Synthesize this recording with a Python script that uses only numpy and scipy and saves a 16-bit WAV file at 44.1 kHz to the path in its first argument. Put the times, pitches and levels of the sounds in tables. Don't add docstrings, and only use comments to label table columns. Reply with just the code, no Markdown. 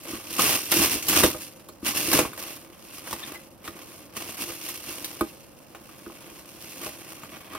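import sys
import numpy as np
from scipy import signal
from scipy.fft import rfft, irfft
from scipy.io import wavfile
from scipy.ndimage import uniform_filter1d

SR = 44100
rng = np.random.default_rng(int(sys.argv[2]) if len(sys.argv) > 2 else 0)


def master_out(mix):
    frames = np.transpose(np.atleast_2d(mix))
    ceiling = np.clip(frames, -1, 1)
    pcm = np.round(ceiling * 32767).astype(np.int16)
    wavfile.write(sys.argv[1], SR, pcm)


N = 334261
TAPS = 16384
TIME_S = np.arange(N) / SR
AGE_S = TIME_S[:TAPS]
FREQ_HZ = np.fft.rfftfreq(TAPS, 1 / SR)


def undb(db):
    return 10 ** (np.asarray(db) / 20)


def unit(x):
    return x / np.sqrt(np.sum(x ** 2, axis=-1, keepdims=True))


def through(x, response):
    return signal.oaconvolve(np.atleast_2d(x), np.atleast_2d(response), axes=-1)[:, :np.shape(x)[-1]]


def together_db(*gains):
    return 10 * np.log10(sum(gain ** 2 for gain in gains))


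def colour(points, ripple_db=0):
    hz, db = np.transpose(points)
    humps = np.interp(FREQ_HZ, np.arange(32) * 900, rng.standard_normal(32))
    spectrum_db = np.interp(np.log(FREQ_HZ + 1), np.log(hz), db) + ripple_db * humps
    cepstrum = irfft(np.log(undb(spectrum_db)))
    causal = 2 * cepstrum * (np.arange(TAPS) < TAPS // 2)
    return unit(irfft(np.exp(rfft(causal))))


def tail(t60_s, channels=2):
    return unit(rng.standard_normal((channels, TAPS)) * undb(-60 * AGE_S / t60_s))


def clicks(rate_hz, spread_db):
    chance = rng.random(N)
    size = undb(spread_db * np.minimum(rng.exponential(size=N), 4)) * rng.choice([-1, 1], N)
    share = np.clip(rate_hz / SR, 1 / SR, 1)
    return (chance < share) * size / np.sqrt(share * np.mean(size ** 2))


# (frequency [Hz], right leads left [rad], spread between places [rad],
# unlike part re shared [dB])
STEREO_IMAGE = [(10, 0, 0, -16), (350, .05, .1, -12), (1500, .35, .6, -8), (3000, .9, 1.3, -5),
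                (5000, 2.0, 1.5, -5), (7300, 2.8, .2, -9), (9300, 1.6, .1, -10), (11000, .5, 0, -13),
                (12600, 0, 0, -22), (14000, -.9, 0, -10), (16000, -2.1, 0, -9)]


def path(place, near_db, room_db, near_t60_s=0.048, room_t60_s=0.25):
    hz, lead_rad, spread_rad, unlike_db = np.transpose(STEREO_IMAGE)
    shared, unlike = undb(near_db) * tail(near_t60_s) + undb(room_db) * tail(room_t60_s)
    shared[0] += 1
    side = rfft(unit(unlike)) * undb(np.interp(FREQ_HZ, hz, unlike_db))
    sign = np.array([[-1], [1]])
    turn = np.exp(.5j * sign * np.interp(FREQ_HZ, hz, lead_rad + place * spread_rad))
    pair = irfft((rfft(unit(shared)) + sign * side) * turn)
    pair = np.roll(pair, 32, axis=1)
    fade = np.minimum(1, 2 - 2 * AGE_S / AGE_S[-1])
    return unit(pair * fade)


# (frequency [Hz], relative level [dB], t60 [s])
BOX_MODES = [(64, -9.5, 0.076), (100, -15.5, 0.095), (139, -36, 0.18), (221, -5.5, 0.12), (294, -10, 0.15),
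             (337.4, 3, 0.082), (419, -8, 0.12), (505, -0.5, 0.076), (615, -3, 0.12), (816, -5, 0.13),
             (920, -9, 0.07), (1106, 11.5, 0.021), (1226, 1, 0.089), (1440, 2.5, 0.033), (1925, -13, 0.19),
             (2242, 4.5, 0.1), (2427, 4, 0.11), (3133, 4.5, 0.069)]


def box_ring(detune_fraction=0.005):
    hz, db, t60_s = np.transpose(BOX_MODES)[:, :, None]
    hz = hz * (1 + detune_fraction * rng.standard_normal(hz.shape))
    return unit(np.sum(undb(db - 60 * AGE_S / t60_s) * np.cos(2 * np.pi * hz * AGE_S), axis=0))


def moves(start_s, hold_s, start_db, sag_db, rise_db_per_s, fall_db_per_s):
    power = np.zeros(N)
    for at, length, db, sag in np.broadcast(start_s, hold_s, start_db, sag_db):
        age = TIME_S - at
        drop_db = rise_db_per_s * np.maximum(-age, 0)
        drop_db += sag * np.clip(age / length, 0, 1)
        drop_db += fall_db_per_s * np.maximum(age - length, 0)
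        heard = drop_db < 80
        power[heard] += undb(db - drop_db[heard]) ** 2
    return np.sqrt(power)


# (hold start [s], hold [s], crackle [dB], broad folds [dB],
# drag on the box [dB], sag over the hold [dB])
TUGS = [(0.398, 0.16, -23.5, -26, -29.5, 4), (0.721, 0.089, -26, -34, -30.5, -1),
        (0.819, 0.031, -24.5, -27.5, -30.5, -2), (0.913, 0.034, -29, -33, -34, -0.5),
        (1.09, 0.1, -27, -32, -30, -1), (1.159, 0.051, -23.5, -24.5, -29.5, 2.5),
        (1.239, 0.025, -24, -29, -22, 4), (1.869, 0.029, -26.5, -27, -33, 3.5),
        (1.959, 0.14, -31.5, -38.5, -37, -1), (2.12, 0.058, -27, -27, -28, -1.5),
        (2.202, 0.015, -32.5, -23.5, -24.5, 4.5)]
# (hold start [s], hold [s], crackle [dB], broad folds [dB])
STROKES = [(0.082, 0.07, -42.5, -41.5), (0.312, 0.09, -39, -47), (1.414, 0.027, -43, -67),
           (2.4, 0.085, -42, -44), (2.943, 0.015, -45, -53), (3.08, 0.043, -43, -48),
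           (3.189, 0.0084, -45.5, -42.5), (3.278, 0.013, -44.5, -44), (3.657, 0.013, -51, -44),
           (4.164, 0.01, -51, -42.5), (4.175, 0.13, -42.5, -43), (4.407, 0.012, -36.5, -38.5),
           (4.48, 0.034, -42, -42.5), (4.64, 0.045, -39.5, -47.5), (4.885, 0.014, -39.5, -43.5),
           (5.047, 0.018, -60, -59), (6.618, 0.054, -48.5, -56.5), (6.829, 0.033, -41.5, -41),
           (7.105, 0.023, -49, -55), (7.329, 0.02, -54, -46.5), (7.526, 0.04, -52.5, -39)]
# (time [s], crackle [dB], broad folds [dB])
SLACK = [(0, -53.5, -54.5), (0.25, -46, -47), (0.65, -38.5, -47.5), (1.32, -41, -44), (1.58, -62.5, -63),
         (1.8, -61.5, -71), (1.95, -59.5, -59), (2.56, -47, -48), (2.685, -60.5, -57), (2.87, -53, -53),
         (3.03, -50, -46), (3.34, -56, -46), (3.44, -58, -58.5), (3.59, -66, -75), (3.77, -53, -45),
         (4.0, -52, -54), (4.11, -64, -57), (4.33, -48, -54.5), (5.05, -44, -46.5), (5.52, -61, -64),
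         (6.25, -53, -48.5), (6.53, -53.5, -56.5), (6.78, -47.5, -49), (7.58, -58.5, -48.5)]
TUG_RISE_DB_PER_S, TUG_FALL_DB_PER_S = 735, 237
STROKE_RISE_DB_PER_S, STROKE_FALL_DB_PER_S = 404, 156
DRAG_DB, DRAG_FOLDS_SHARE, GRIP_DB = -2.5, 0.72, -56


def handling():
    tug_s, tug_hold_s, *tug_levels, sag_db = np.transpose(TUGS)
    stroke_s, stroke_hold_s, *stroke_levels = np.transpose(STROKES)
    slack_s, *slack_levels = np.transpose(SLACK)
    taut = [moves(tug_s, tug_hold_s, db, sag_db, TUG_RISE_DB_PER_S, TUG_FALL_DB_PER_S)
            for db in tug_levels]
    loose = []
    for stroke_db, slack_db in zip(stroke_levels, slack_levels):
        strokes = moves(stroke_s, stroke_hold_s, stroke_db, 0, STROKE_RISE_DB_PER_S, STROKE_FALL_DB_PER_S)
        stirring = undb(np.interp(TIME_S, slack_s, slack_db))
        loose.append(together_db(strokes, stirring))
    crackle_db, folds_db = loose
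    loose_drag_db = DRAG_DB + crackle_db + DRAG_FOLDS_SHARE * (folds_db - crackle_db)
    loose.append(together_db(undb(loose_drag_db), undb(GRIP_DB)))
    return [together_db(tug, undb(loose_db)) for tug, loose_db in zip(taut, loose)]


def jerks(rate_hz, t60_s, strength, spread_db):
    sizes = undb(spread_db * np.minimum(rng.exponential(size=N), 3)) ** 2
    slips = through((rng.random(N) < rate_hz / SR) * sizes, undb(-60 * AGE_S / t60_s) ** 2)[0]
    power = 1 + strength * np.abs(slips) / np.mean(slips)
    return 10 * np.log10(power / power.mean())


def film(db, spectrum, rate_hz, spread_db, ripple_db, near_db, box_db, crowding=.55, count=4, room_db=-9):
    busy_hz = rate_hz * undb(crowding * (db + 40.5))
    out = 0
    for place in np.linspace(-1, 1, count):
        patch = colour(spectrum, ripple_db)
        answer = unit(through(box_ring(), patch))
        patch = unit(patch + undb(box_db) * answer)
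        response = through(path(place, near_db, room_db), patch)
        out = out + through(clicks(busy_hz / count, spread_db), response)
    return out * undb(db) / np.sqrt(count)


# (frequency [Hz], relative density [dB])
CRACKLE = [(500, -21), (1500, -5), (2800, -1), (5000, 0), (8000, 1.5), (11000, 0.5), (14000, -1),
           (16000, -5.5)]


def crackle(db):
    return film(db, CRACKLE, rate_hz=2600, spread_db=-2.0, ripple_db=5.5, near_db=2.0, box_db=-33, count=6)


# (frequency [Hz], relative density [dB])
FOLDS = [(200, -19), (600, -1.5), (1000, 2.5), (1300, -0.5), (2200, -2.5), (3500, -5), (8000, -23.5)]


def broad_folds(db):
    return film(db, FOLDS, rate_hz=500, spread_db=0.5, ripple_db=0.5, near_db=-0.5, box_db=-3.5, count=3)


# (frequency [Hz], relative density [dB])
CREASES = [(500, -22), (1500, -6.5), (4000, 3), (7000, -1.5), (11000, 5.5), (16000, -1)]


def creases(db):
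    return film(db, CREASES, rate_hz=70, spread_db=2.5, ripple_db=2.5, near_db=-4, box_db=-17,
                crowding=.3, count=3)


# (time [s], level [dB], dull broad folds re crackle [dB])
SNAPS = [(0.0333, -31, -18), (0.0526, -29, -3), (0.392, -35, -9), (0.716, -4.5, -13), (0.7237, -9.5, 2),
         (0.9995, -42, -16), (1.0251, -19, -23), (1.0671, -19, -9), (1.083, -9, -18), (1.0954, -8, -18),
         (1.1306, -12, -1.5), (1.2336, -4, 3), (1.56, -39, -12), (1.595, -37, -1), (1.6856, -32.5, -26),
         (1.8548, -29, -7), (1.8781, -13, -19), (1.9725, -13, -28), (2.1308, -4.5, -8), (2.189, -4, 0),
         (2.3311, -32, 0), (2.376, -26.5, 3), (3.0729, -24.5, 2), (3.1087, -19.5, -4), (3.128, -16.5, 0.5),
         (3.3431, -28, 1), (3.415, -43, -10), (3.649, -28, -7), (3.676, -22, 1), (4.1657, -18, -29),
         (4.6873, -20, -9), (5.044, -15, -21), (5.2083, -16, 3), (5.7475, -31, 15), (5.89, -34.5, 6),
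         (7.2332, -30, 3), (7.5482, -28, -4)]


def snaps(first_db=9, volley_t60_s=0.05):
    out = np.zeros((2, N + TAPS))
    for s, db, folds_db in SNAPS:
        volley = rng.laplace(size=TAPS) * undb(-60 * AGE_S / volley_t60_s)
        volley[0] = undb(first_db)
        place = rng.uniform(-1, 1)
        patch = colour(CRACKLE, ripple_db=2) + undb(folds_db) * colour(FOLDS, ripple_db=2.5)
        snap = through(volley, through(path(place, near_db=-5.0, room_db=-8), patch))
        out[:, int(s * SR):][:, :TAPS] += undb(db) * snap / np.abs(snap).max()
    return out[:, :N]


# (frequency [Hz], relative density [dB])
DRAG = [(25, -17), (55, -5.5), (100, -2), (170, -0.5), (320, 2.5), (550, -3), (900, -9), (2000, -20)]


def drag(db, count=3):
    out = 0
    for place in np.linspace(-1, 1, count):
        wall = colour(DRAG)
        body = unit(wall + undb(-3) * unit(through(box_ring(), wall)))
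        response = through(path(place, near_db=16.5, room_db=-23), body)
        out = out + through(clicks(rate_hz=350, spread_db=2.5), response)
    return out * undb(db) / np.sqrt(count)


# (time [s], tap level [dB],
# tap pitch [Hz], thump level [dB], thump pitch [Hz], wall boom level [dB])
KNOCKS = [(0.13, -35, 1190, -26.5, 262, -36), (0.392, -12.5, 1190, -38, 307, -37),
          (0.797, -22, 900, -21, 370, -29), (0.953, -38, 1200, -37, 300, -27.5),
          (1.236, -15.5, 1070, -7, 470, -15.5), (1.344, -35, 1200, -24, 590, -34),
          (1.689, -34.5, 1000, -36.5, 390, -52), (1.825, -42, 1200, -25, 260, -46),
          (2.078, -36, 1200, -22, 315, -42), (2.139, -36, 900, -17.5, 294, -43),
          (2.187, -34, 800, -11, 484, -31), (2.25, -21, 915, -30, 600, -31),
          (2.332, -30, 1500, -41, 400, -50), (3.127, -28, 935, -34, 184.3, -36),
          (3.679, -27.5, 1230, -34.5, 295, -38), (4.167, -30.5, 1200, -42, 300, -48),
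          (4.495, -34, 1200, -30, 470, -43), (5.2094, -13.5, 1150, -14, 340, -28),
          (5.749, -38, 1550, -53, 400, -42), (6.063, -33, 1400, -30.5, 375, -50),
          (6.099, -33.5, 930, -41, 350, -52), (6.867, -26.5, 720, -37, 400, -51),
          (7.233, -31.5, 1390, -53, 400, -47), (7.551, -22.5, 1160, -37, 338, -48)]
THUMP_DELAY_S, BOOM_HZ = 0.00392, 131
TAP_LOSS_PER_CYCLE, THUMP_LOSS_PER_CYCLE = 1.0, 1.11


def knocks(dead_db=-9, dead_t60_s=0.052):
    out = np.zeros((2, N + TAPS))
    for s, tap_db, tap_hz, thump_db, thump_hz, boom_db in KNOCKS:
        late_s = s + THUMP_DELAY_S
        parts = ((s, tap_db, tap_hz, TAP_LOSS_PER_CYCLE),
                 (late_s, thump_db, thump_hz, THUMP_LOSS_PER_CYCLE),
                 (late_s, boom_db, BOOM_HZ, THUMP_LOSS_PER_CYCLE))
        for at, db, hz, loss in parts:
            push = np.sin(2 * np.pi * hz * AGE_S) * np.exp(-loss * hz * AGE_S)
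            body = through(push, box_ring() + undb(dead_db) * tail(dead_t60_s, channels=1))
            blow = through(body, path(0, near_db=-15.5, room_db=-22.5))
            out[:, int(at * SR):][:, :TAPS] += undb(db) * blow / np.abs(blow).max()
    return out[:, :N]


# (time [s], length [s], mean pitch [Hz], level [dB], octave re tone [dB])
SQUEAKS = [(0.052, 0.0086, 540, -36.5, -17), (3.227, 0.02, 1774, -36, 4), (3.344, 0.04, 2030, -41.5, -13)]


def squeaks():
    out = np.zeros(N + TAPS)
    for s, length_s, hz, db, octave_db in SQUEAKS:
        waver, grip = uniform_filter1d(rng.standard_normal((2, TAPS)), 49) * 7
        phase = 2 * np.pi * np.cumsum(hz * (1 + .05 * waver)) / SR
        swell = np.sin(np.pi * np.sqrt(np.minimum(AGE_S / length_s, 1))) * undb(3 * grip)
        tone = np.sin(phase) + undb(octave_db) * np.sin(2 * phase)
        out[int(s * SR):][:TAPS] += undb(db) * swell * tone
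    return through(out[:N], path(0, near_db=-7, room_db=-14))


# (frequency [Hz], relative density [dB])
AIR = [(15, -73), (25, -1.5), (207, 4), (438, -8.5), (529, 7.5), (621, -2.5), (1420, -11), (6040, -34),
       (7280, -35), (10600, -48), (15000, -28)]


def room_air(gain_db=-57):
    noise = rng.standard_normal(N) + 1.32 * rng.standard_normal((2, N))
    return undb(gain_db) * through(noise, colour(AIR))


def scene(left_db=-0.54):
    crackle_db, folds_db, drag_db = handling()
    jerk_db = jerks(rate_hz=220, t60_s=0.029, strength=0.9, spread_db=0.9)
    wrap = undb(4.0) * crackle(crackle_db + jerk_db)
    wrap = wrap + undb(-2.54) * broad_folds(folds_db + jerk_db)
    wrap = wrap + undb(-5.0) * creases(crackle_db)
    wrap = wrap + snaps() + squeaks()
    box = undb(-0.7) * drag(drag_db + jerk_db) + knocks()
    return (wrap + box + room_air()) * undb([[left_db], [-left_db]])


def record(dry, low_cut_hz=42, top_hz=15750):
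    lean = signal.sosfilt(signal.butter(2, low_cut_hz, "high", fs=SR, output="sos"), dry)
    return signal.sosfilt(signal.ellip(10, .2, 80, top_hz, fs=SR, output="sos"), lean)


dry = scene()
out = record(dry)
master_out(out)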